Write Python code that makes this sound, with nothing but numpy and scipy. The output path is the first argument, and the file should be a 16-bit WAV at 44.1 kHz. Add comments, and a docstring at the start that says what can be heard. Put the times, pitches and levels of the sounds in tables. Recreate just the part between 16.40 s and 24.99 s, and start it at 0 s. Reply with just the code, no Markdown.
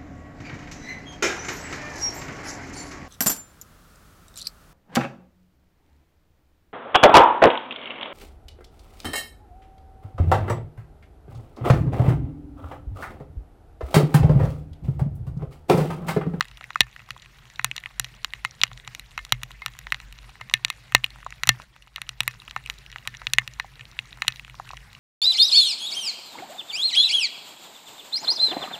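"""A yard in heavy rain, heard by a microphone in a small hard housing on a springy mount.
At the back, rain washes over lawn and roofs above a wavering low hum; closer in, small drops patter.
Up front, large drops hit the housing as sharp ticks: each knocks, splashes, rings the shell,
shakes the mount and throws up spray that falls back. The loudest hits overload."""
import sys
import numpy as np
from scipy import signal
from scipy.io import wavfile

SR = 44100
rng = np.random.default_rng(int(sys.argv[2]) if len(sys.argv) > 2 else 0)


def master(y):
    """Save y as 16-bit WAV."""
    cut = np.clip(np.atleast_2d(y).T, -1, 1)
    pcm = np.round(cut * 32767)  # scale
    wavfile.write(sys.argv[1], SR, pcm.astype(np.int16))


N = 378819

# tone colour of the far rain: f/Hz, relative spectral density/dB
WASH_SPECTRUM = [(20, -15.5), (50, -10.5), (90, -5.5), (170, -5.5), (250, -17), (500, -18.5), (900, -16),
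                 (1300, -17), (2000, -10.5), (2900, -18.5), (4000, -20), (5200, -23), (7500, -28),
                 (14500, -35.5), (16000, -35)]
# resonances of the low and the upper hum: f/Hz, width/Hz
HUM_BANDS = [(50, 11), (126, 32)]
# fader curve of the low hum: t/s, level/dB
LOW_HUM_FADER = [(0.0, -52), (0.71, -58.5), (3.73, -47), (4.26, -60.5), (5.19, -50), (5.38, -61.5),
                 (5.79, -53), (8.47, -55), (8.59, -63)]
# wash, upper hum and patter swell and dip briefly together: t/s, gain/dB
RAIN_FADER = [(0, 0.5), (5.03, 2.5), (5.12, 4.5), (5.235, 6.5), (5.255, -2.5), (5.5, -6), (5.57, -2.5),
              (5.85, 1.5), (8.59, 3.5)]
# quickly damped modes of the housing: f/Hz, level/dB, t60/s
KNOCK_MODES = [(782, -6, 0.023), (1048, 1, 0.013), (1280, 0.5, 0.011), (1504, -0.5, 0.0053),
               (1954, 0, 0.011), (2419, -1.5, 0.0063), (2584, -7.5, 0.016), (2848, -3, 0.013),
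               (3322, -3.5, 0.0086), (3833, 1.5, 0.0083), (4180, -6, 0.012), (4750, -8, 0.0069),
               (5810, 1.5, 0.0071), (7010, 4, 0.0077)]
# lasting modes of the shell: f/Hz, level/dB, t60/s
SHELL_MODES = [(1150, -27, 0.096), (1790, -3, 0.076), (2120, -5, 0.061), (2550, -14, 0.085),
               (2700, -17, 0.059)]
# a high shell mode that only the bright splash excites: f/Hz, level/dB, t60/s
PING_MODES = [(5755, -32, .05)]
# sway and thud of the mount: f/Hz, level/dB, t60/s
MOUNT_MODES = [(47, -8.5, 0.21), (123.6, 1, 0.25), (210, -10, 0.039), (363, -10.5, 0.0072)]
# large drops on the housing, with three sends relative to the hit's level:
# t/s, level/dB, pitch of the struck spot/Hz, pitch spread/octaves, splash/dB, shell/dB, mount/dB
LARGE_DROPS = [(0.0085, -4, 2320, 0.53, -21, -27, -42), (0.0248, -27.5, 2780.0, 0.55, -26.0, -15, -25),
               (0.21, -26.5, 1510, 0.68, -27.0, -16, -31), (0.2411, -25.5, 2070.0, 0.14, -16, -19, -32),
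               (0.3047, -20.5, 1660.0, 0.56, -29, -48.0, -50.0), (0.3575, -7, 1490, 0.25, -48.0, -28, -54),
               (0.4064, 7, 2660, 0.4, -18, -27.5, -39.5), (0.414, -10, 3900.0, 0.33, -22.0, -37.0, -24),
               (0.563, -27, 2070, 0.21, -19.0, -49, -50), (0.706, -14, 2380, 0.44, -17, -32.0, -31.5),
               (1.1946, -12.5, 1870, 0.45, -28.0, -23, -32.5), (1.245, -6.5, 2580, 0.91, 0, -22, -30.5),
               (1.3137, -17, 2620, 0.12, -20, -54.0, -54), (1.3642, -20.5, 3460, 0.57, -4.5, -24, -56.0),
               (1.3794, -17.5, 2620, 0.49, -27.0, -27.0, -59.0),
               (1.4373, -24.5, 2260, 0.22, -19, -48.0, -41), (1.4591, -19.5, 2060, 0.31, -23.0, -17, -33),
               (1.597, -7.5, 3300, 0.64, -2, -29.5, -31.5), (1.645, -19.0, 3120, 0.36, -16, -48.0, -45.0),
               (1.846, -11.5, 2800, 0.54, -14, -30.0, -52.0), (1.9355, -16, 2250, 0.31, -17.5, -25, -38.0),
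               (2.0489, -6.5, 2280, 0.38, -17.5, -33, -39.5), (2.215, -9, 3350, 0.23, -23, -44.0, -40),
               (2.2352, 1.5, 3100, 0.55, -20, -26, -42.5), (2.2397, -25, 4500.0, 0.78, -20.0, -35.0, -49),
               (2.3149, -27.5, 1210, 0.58, -36.0, -40.0, -14),
               (2.4762, -20.5, 2650, 0.78, -18, -33.0, -20.5), (2.549, -21.5, 2960, 0.5, -8.5, -45.0, -47),
               (2.5957, -24, 2980, 0.49, -6, -50.0, -24.5), (2.778, -13.5, 2000, 0.41, -21, -15.5, -39),
               (2.7902, -25.5, 2120.0, 0.39, -19.0, -11.0, -28.0),
               (2.85, -26.5, 3500.0, 0.62, -8.0, -47.0, -44.0),
               (2.9227, -0.5, 3180, 0.64, -9.0, -31, -30.5), (3.0331, -15, 2570, 0.38, -8, -57, -25.5),
               (3.2195, -27, 1650, 0.69, -16.0, -21, -43.0), (3.2612, -12, 2230, 0.46, -3, -29, -32),
               (3.2815, -28.5, 2250.0, 0.66, -17, -25.0, -33.0),
               (3.3894, -27, 3450, 0.86, -1.5, -48.0, -30.0), (3.4686, -21, 1930.0, 0.39, -28, -31, -30),
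               (3.5222, -7, 2400, 0.43, -16.5, -31, -42), (3.5445, -17.5, 2430, 0.41, -21, -26, -48.0),
               (3.601, -28.5, 2540, 0.55, -18, -46, -40.0), (3.7254, -29, 2680, 0.38, -8, -41.0, -25),
               (4.0122, -19, 1860, 0.48, -26.0, -18.5, -29), (4.0975, -25.0, 2800.0, 0.55, -16, -46.0, -40),
               (4.1386, 0.5, 2740, 0.44, -9.5, -25, -41.5), (4.2484, -5.5, 3300, 0.51, -17.0, -40.0, -39),
               (4.2824, -28.0, 3130.0, 0.45, -21.0, -26, -49.0), (4.3013, -11.5, 2540, 0.51, -5, -25, -50),
               (4.5225, -24.5, 1870, 0.31, -8.0, -10, -21), (4.5488, 9, 2510, 0.61, -12.5, -32.0, -38.5),
               (4.565, -21, 2790, 0.14, -23.0, -30.0, -47), (4.6376, -31.5, 1980.0, 0.6, -17.0, -3, -47.0),
               (4.6425, -6.5, 3070, 0.25, -13.5, -43, -63.0), (4.864, -18, 880, 0.27, -41.0, -53, -32),
               (4.9053, -31.5, 3030.0, 0.84, -13.0, -55, -37.0),
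               (4.9242, -24.5, 1910.0, 0.27, -28.0, -45.0, -26),
               (5.0345, -8.5, 2570.0, 0.61, -14, -32, -36), (5.0728, -13.5, 3920, 0.96, 1.5, -25, -19),
               (5.0763, -19, 2020.0, 0.53, -21, -27, -44.0), (5.0909, 9, 2960, 0.51, -15, -24, -36.5),
               (5.5602, -17.0, 2710, 0.37, -11.0, -27, -36),
               (5.5814, -25.5, 1530.0, 0.43, -37.0, -48, -44.0),
               (5.6169, -18.5, 2450, 0.48, -7, -24.0, -35), (5.6914, -15.5, 3340, 0.49, -11.5, -57, -35),
               (5.8052, -5.5, 2430, 0.42, -8, -29, -31.5), (5.8331, -29.5, 2510.0, 0.41, -3, -54.0, -48.0),
               (5.878, -7, 2200, 0.33, -4.5, -15.5, -34.5), (6.0785, -28, 2740, 0.16, -18, -43, -23),
               (6.11, -25.5, 2460, 0.55, -14, -46.0, -43.0), (6.1626, -11.5, 1300, 0.54, -29, -23, -30),
               (6.2609, -22, 2600.0, 0.09, -12.0, -46, -42), (6.299, -14.5, 3020, 0.46, -15, -33, -54.0),
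               (6.527, -28, 2400.0, 0.24, -30.0, -46.0, -37), (6.5598, -21, 1790, 0.45, -26.0, -45, -56),
               (6.6744, -12, 2550.0, 0.49, -10.5, -24, -32), (6.741, -30.5, 2190.0, 0.28, -20.0, -11, -44),
               (6.7487, -27, 2480, 0.46, -22, -48, -45.0), (6.8174, -25, 1350, 0.72, -25, -46.0, -45.0),
               (6.8689, -9.5, 2740, 0.35, -24, -37, -31.5), (6.9352, -6.5, 3970, 0.43, -6.5, -27.5, -34.5),
               (6.9844, 1.5, 2300, 0.2, -18, -23.5, -43), (7.0766, -19.5, 2620, 0.43, -13, -35.0, -26),
               (7.1983, -10, 2210, 0.46, -19.5, -28, -49.0), (7.245, -33.5, 785.0, 0.18, -30.0, -44, -40.0),
               (7.3944, -32, 2340, 0.42, -25.0, -23, -35), (7.4092, -24, 2650.0, 0.11, -29.0, -42.0, -35.0),
               (7.5898, -13, 2520, 0.28, -23, -37, -31.5), (7.728, -27.5, 2860, 0.37, -34.0, -39.0, -28),
               (7.8206, -10, 2170, 0.6, -17, -24.0, -55.0),
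               (7.8481, -26.5, 1530.0, 0.48, -29.0, -40.0, -37),
               (7.8809, -2.5, 3340.0, 0.47, -9.5, -30, -36), (7.903, -30, 2230.0, 0.3, -23.0, -25.0, -45.0),
               (7.9226, -27, 2900.0, 0.41, -16, -46.0, -27), (7.9956, -25.5, 2530, 0.29, -11, -50.0, -49.0),
               (8.198, -22, 910, 0.27, -23, -44.0, -38), (8.291, -30.5, 3150, 0.28, -10, -28.0, -45.0),
               (8.305, -27.5, 1050.0, 0.43, -33.0, -40.0, -39.0),
               (8.3337, -24.5, 980.0, 0.22, -19.0, -40.0, -30.0),
               (8.374, -30.5, 2110, 0.27, -25, -42.0, -39.0)]

WASH_DB, UPPER_HUM_DB = -57.5, -59.5   # ahead of the rain fader
PATTER_PER_S, PATTER_FLOOR_DB, PATTER_SPREAD_DB = 270, -61.5, 7.5
SPRAY_SEND_DB, SPRAY_WINDOW_S = -27, 0.03
CLIP_LEVEL, CUTOFF_HZ = 0.93, 16300


def from_db(db):
    """Decibels to gain."""
    return 10 ** (np.asarray(db) / 20)


def rms_one(x):
    """Scale to rms 1."""
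    return x / np.sqrt(np.mean(x ** 2) + 1e-20)


def fader(curve):
    """A curve of t/s, level/dB as a gain at every sample."""
    s, level_db = np.transpose(curve)
    return from_db(np.interp(np.arange(N) / SR, s, level_db))


def drift(rate):
    """Smooth random modulation of spread 1, moving about rate times a second."""
    r = np.exp(-80 * np.pi * rate / SR)
    slow = signal.lfilter([1], [1, -2 * r, r * r], rng.standard_normal(N // 40 + 2002))[2000:]
    return np.interp(np.arange(N) / 40, np.arange(len(slow)), rms_one(slow))


def bandpass(x, low_hz, high_hz):
    """A band-pass with gentle slopes."""
    return signal.sosfilt(signal.butter(2, [low_hz, high_hz], "band", fs=SR, output="sos"), x)


def ring(push, hz, t60):
    """A resonator: a unit click sets off a decaying sine of height 1."""
    r, w = from_db(-60 / (t60 * SR)), 2 * np.pi * hz / SR
    return signal.lfilter([0, np.sin(w)], [1, -2 * r * np.cos(w), r * r], push + 1e-18)


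def clicks_at(s, gain):
    """A click train with the given heights at the given times."""
    samples = np.clip(np.round(s * SR).astype(int), 0, N - 1)
    return np.bincount(samples, gain, N) + 1e-18


def wash(flicker_db):
    """The bed of far rain on lawn and roofs: flickering third-octave bands of noise, at rms 1."""
    edges = 22 * 2 ** np.arange(0, 9.8, 1 / 3)
    hz, level_db = np.transpose(WASH_SPECTRUM)
    shared_drift = drift(8)
    white = rng.standard_normal((2, N))
    bed = 0
    for k, (low, high) in enumerate(zip(edges, edges[1:])):
        band = bandpass(white[k % 2], low, high)
        colour_db = np.interp(np.log(low * high) / 2, np.log(hz), level_db)
        flicker = .3 * shared_drift + drift(25)
        bed = bed + band * from_db(colour_db + flicker_db * flicker)
    return rms_one(bed)


def hum(hz, width_hz):
    """A wavering drone: noise twice through a narrow low resonance, at rms 1."""
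    t60 = np.log(1000) / (np.pi * width_hz)
    return rms_one(ring(ring(rng.standard_normal(N), hz, t60), hz, t60))


def strike(s, level_db, modes, scatter_db, contact, spot_hz=None, octaves=None):
    """Every hit drives every mode with its own strength and sign; smaller contact softens the attack."""
    hz, mode_db, t60 = np.transpose(modes)
    chance = rng.standard_normal((len(s), 2 * len(modes)))
    gain = from_db(mode_db + scatter_db * chance[:, ::2]) * np.sign(chance[:, 1::2])
    if spot_hz is not None:   # modes near the pitch of the struck spot speak most
        distance = np.log2(hz / spot_hz[:, None]) / np.maximum(octaves, .1)[:, None]
        gain = gain * (np.exp(-distance ** 2 / 4) + 0.045)
        gain = gain / np.sqrt(np.sum(gain ** 2, axis=1, keepdims=True))
    gain = gain * from_db(level_db)[:, None]
    body = 0
    for k in range(len(modes)):
        # water is soft: the push builds over a few cycles, so a mode swells instead of snapping
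        push = bandpass(clicks_at(s, gain[:, k]), hz[k] / (1 + contact), hz[k] * (1 + contact))
        body = body + ring(push, hz[k], t60[k])
    return body


def splash(s, level_db, t60):
    """The water bursts apart: a bright spit of noise that dies within milliseconds."""
    decay = from_db(-60 / (t60 * SR))
    envelope = signal.lfilter([1], [1, -decay], clicks_at(s, from_db(level_db)))
    return bandpass(envelope * rng.standard_normal(N), 5200, 13500)


def droplets(s, level_db):
    """Small drops tick and spit on random spots of the housing."""
    pitch, spread, dryness = rng.random((len(s), 3)).T
    spot_hz = 1300 * (4500 / 1300) ** pitch
    knock = strike(s, level_db, KNOCK_MODES, scatter_db=5.5, contact=0.8,
                   spot_hz=spot_hz, octaves=0.26 + 0.22 * spread)
    return knock + splash(s, level_db - 7.5 - 18 * dryness, t60=0.0034)


def patter_hits():
    """Times and levels of small drops landing at random: most are faint, a few poke out."""
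    when, size_rank = rng.random((int(PATTER_PER_S * N / SR), 2)).T
    s = when * N / SR
    level_db = PATTER_FLOOR_DB - PATTER_SPREAD_DB * np.log(np.maximum(size_rank, .02))
    return s, level_db + np.interp(s, *np.transpose(RAIN_FADER))


def spray_hits():
    """Times and levels of three droplets that each large drop throws up and that fall back just after."""
    drops = np.array(LARGE_DROPS)
    drop_s, drop_db = drops[:, :1], drops[:, 1:2]
    flight = rng.random((len(drops), 3))
    s = drop_s + .004 + SPRAY_WINDOW_S * flight
    level_db = np.minimum(drop_db, 0) + SPRAY_SEND_DB - 12 * flight   # later ones are smaller
    return s, level_db


def large_drops():
    """The close hits: a knock for attack, splash and ping on top, a shell tail, a mount thud below."""
    s, level_db, spot_hz, octaves, splash_db, shell_db, mount_db = np.transpose(LARGE_DROPS)
    knock = strike(s, level_db + 1.5, KNOCK_MODES, scatter_db=2.5, contact=0.53,
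                   spot_hz=spot_hz, octaves=octaves)
    shell = strike(s, level_db + shell_db, SHELL_MODES, scatter_db=7.0, contact=0.48)
    mount = strike(s, level_db + mount_db + 2.0, MOUNT_MODES, scatter_db=1.2, contact=0.88)
    ping = strike(s, level_db + splash_db, PING_MODES, scatter_db=2.0, contact=0.3)
    spit = splash(s, level_db + splash_db + 1.5, t60=0.0042)
    return knock + spit + ping + shell + mount


def scene():
    """The mono mix: a bed of wash and hum, patter and spray over it, large drops up front."""
    low_band, upper_band = HUM_BANDS
    bed = from_db(WASH_DB) * wash(flicker_db=3.5) + from_db(UPPER_HUM_DB) * hum(*upper_band)
    hits = large_drops()
    patter_s, patter_db = patter_hits()
    spray_s, spray_db = spray_hits()
    small_drops = droplets(np.append(patter_s, spray_s), np.append(patter_db, spray_db))
    low_hum = fader(LOW_HUM_FADER) * hum(*low_band)
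    return (fader(RAIN_FADER) * bed + low_hum + small_drops + hits)[None]


def record(dry):
    """The converter hard-clips the loudest hits; a steep low-pass takes off the very top."""
    lowpass = signal.cheby2(22, 90, CUTOFF_HZ, fs=SR, output="sos")
    return signal.sosfilt(lowpass, np.clip(dry, -CLIP_LEVEL, CLIP_LEVEL))


dry = scene()
out = record(dry)
master(out)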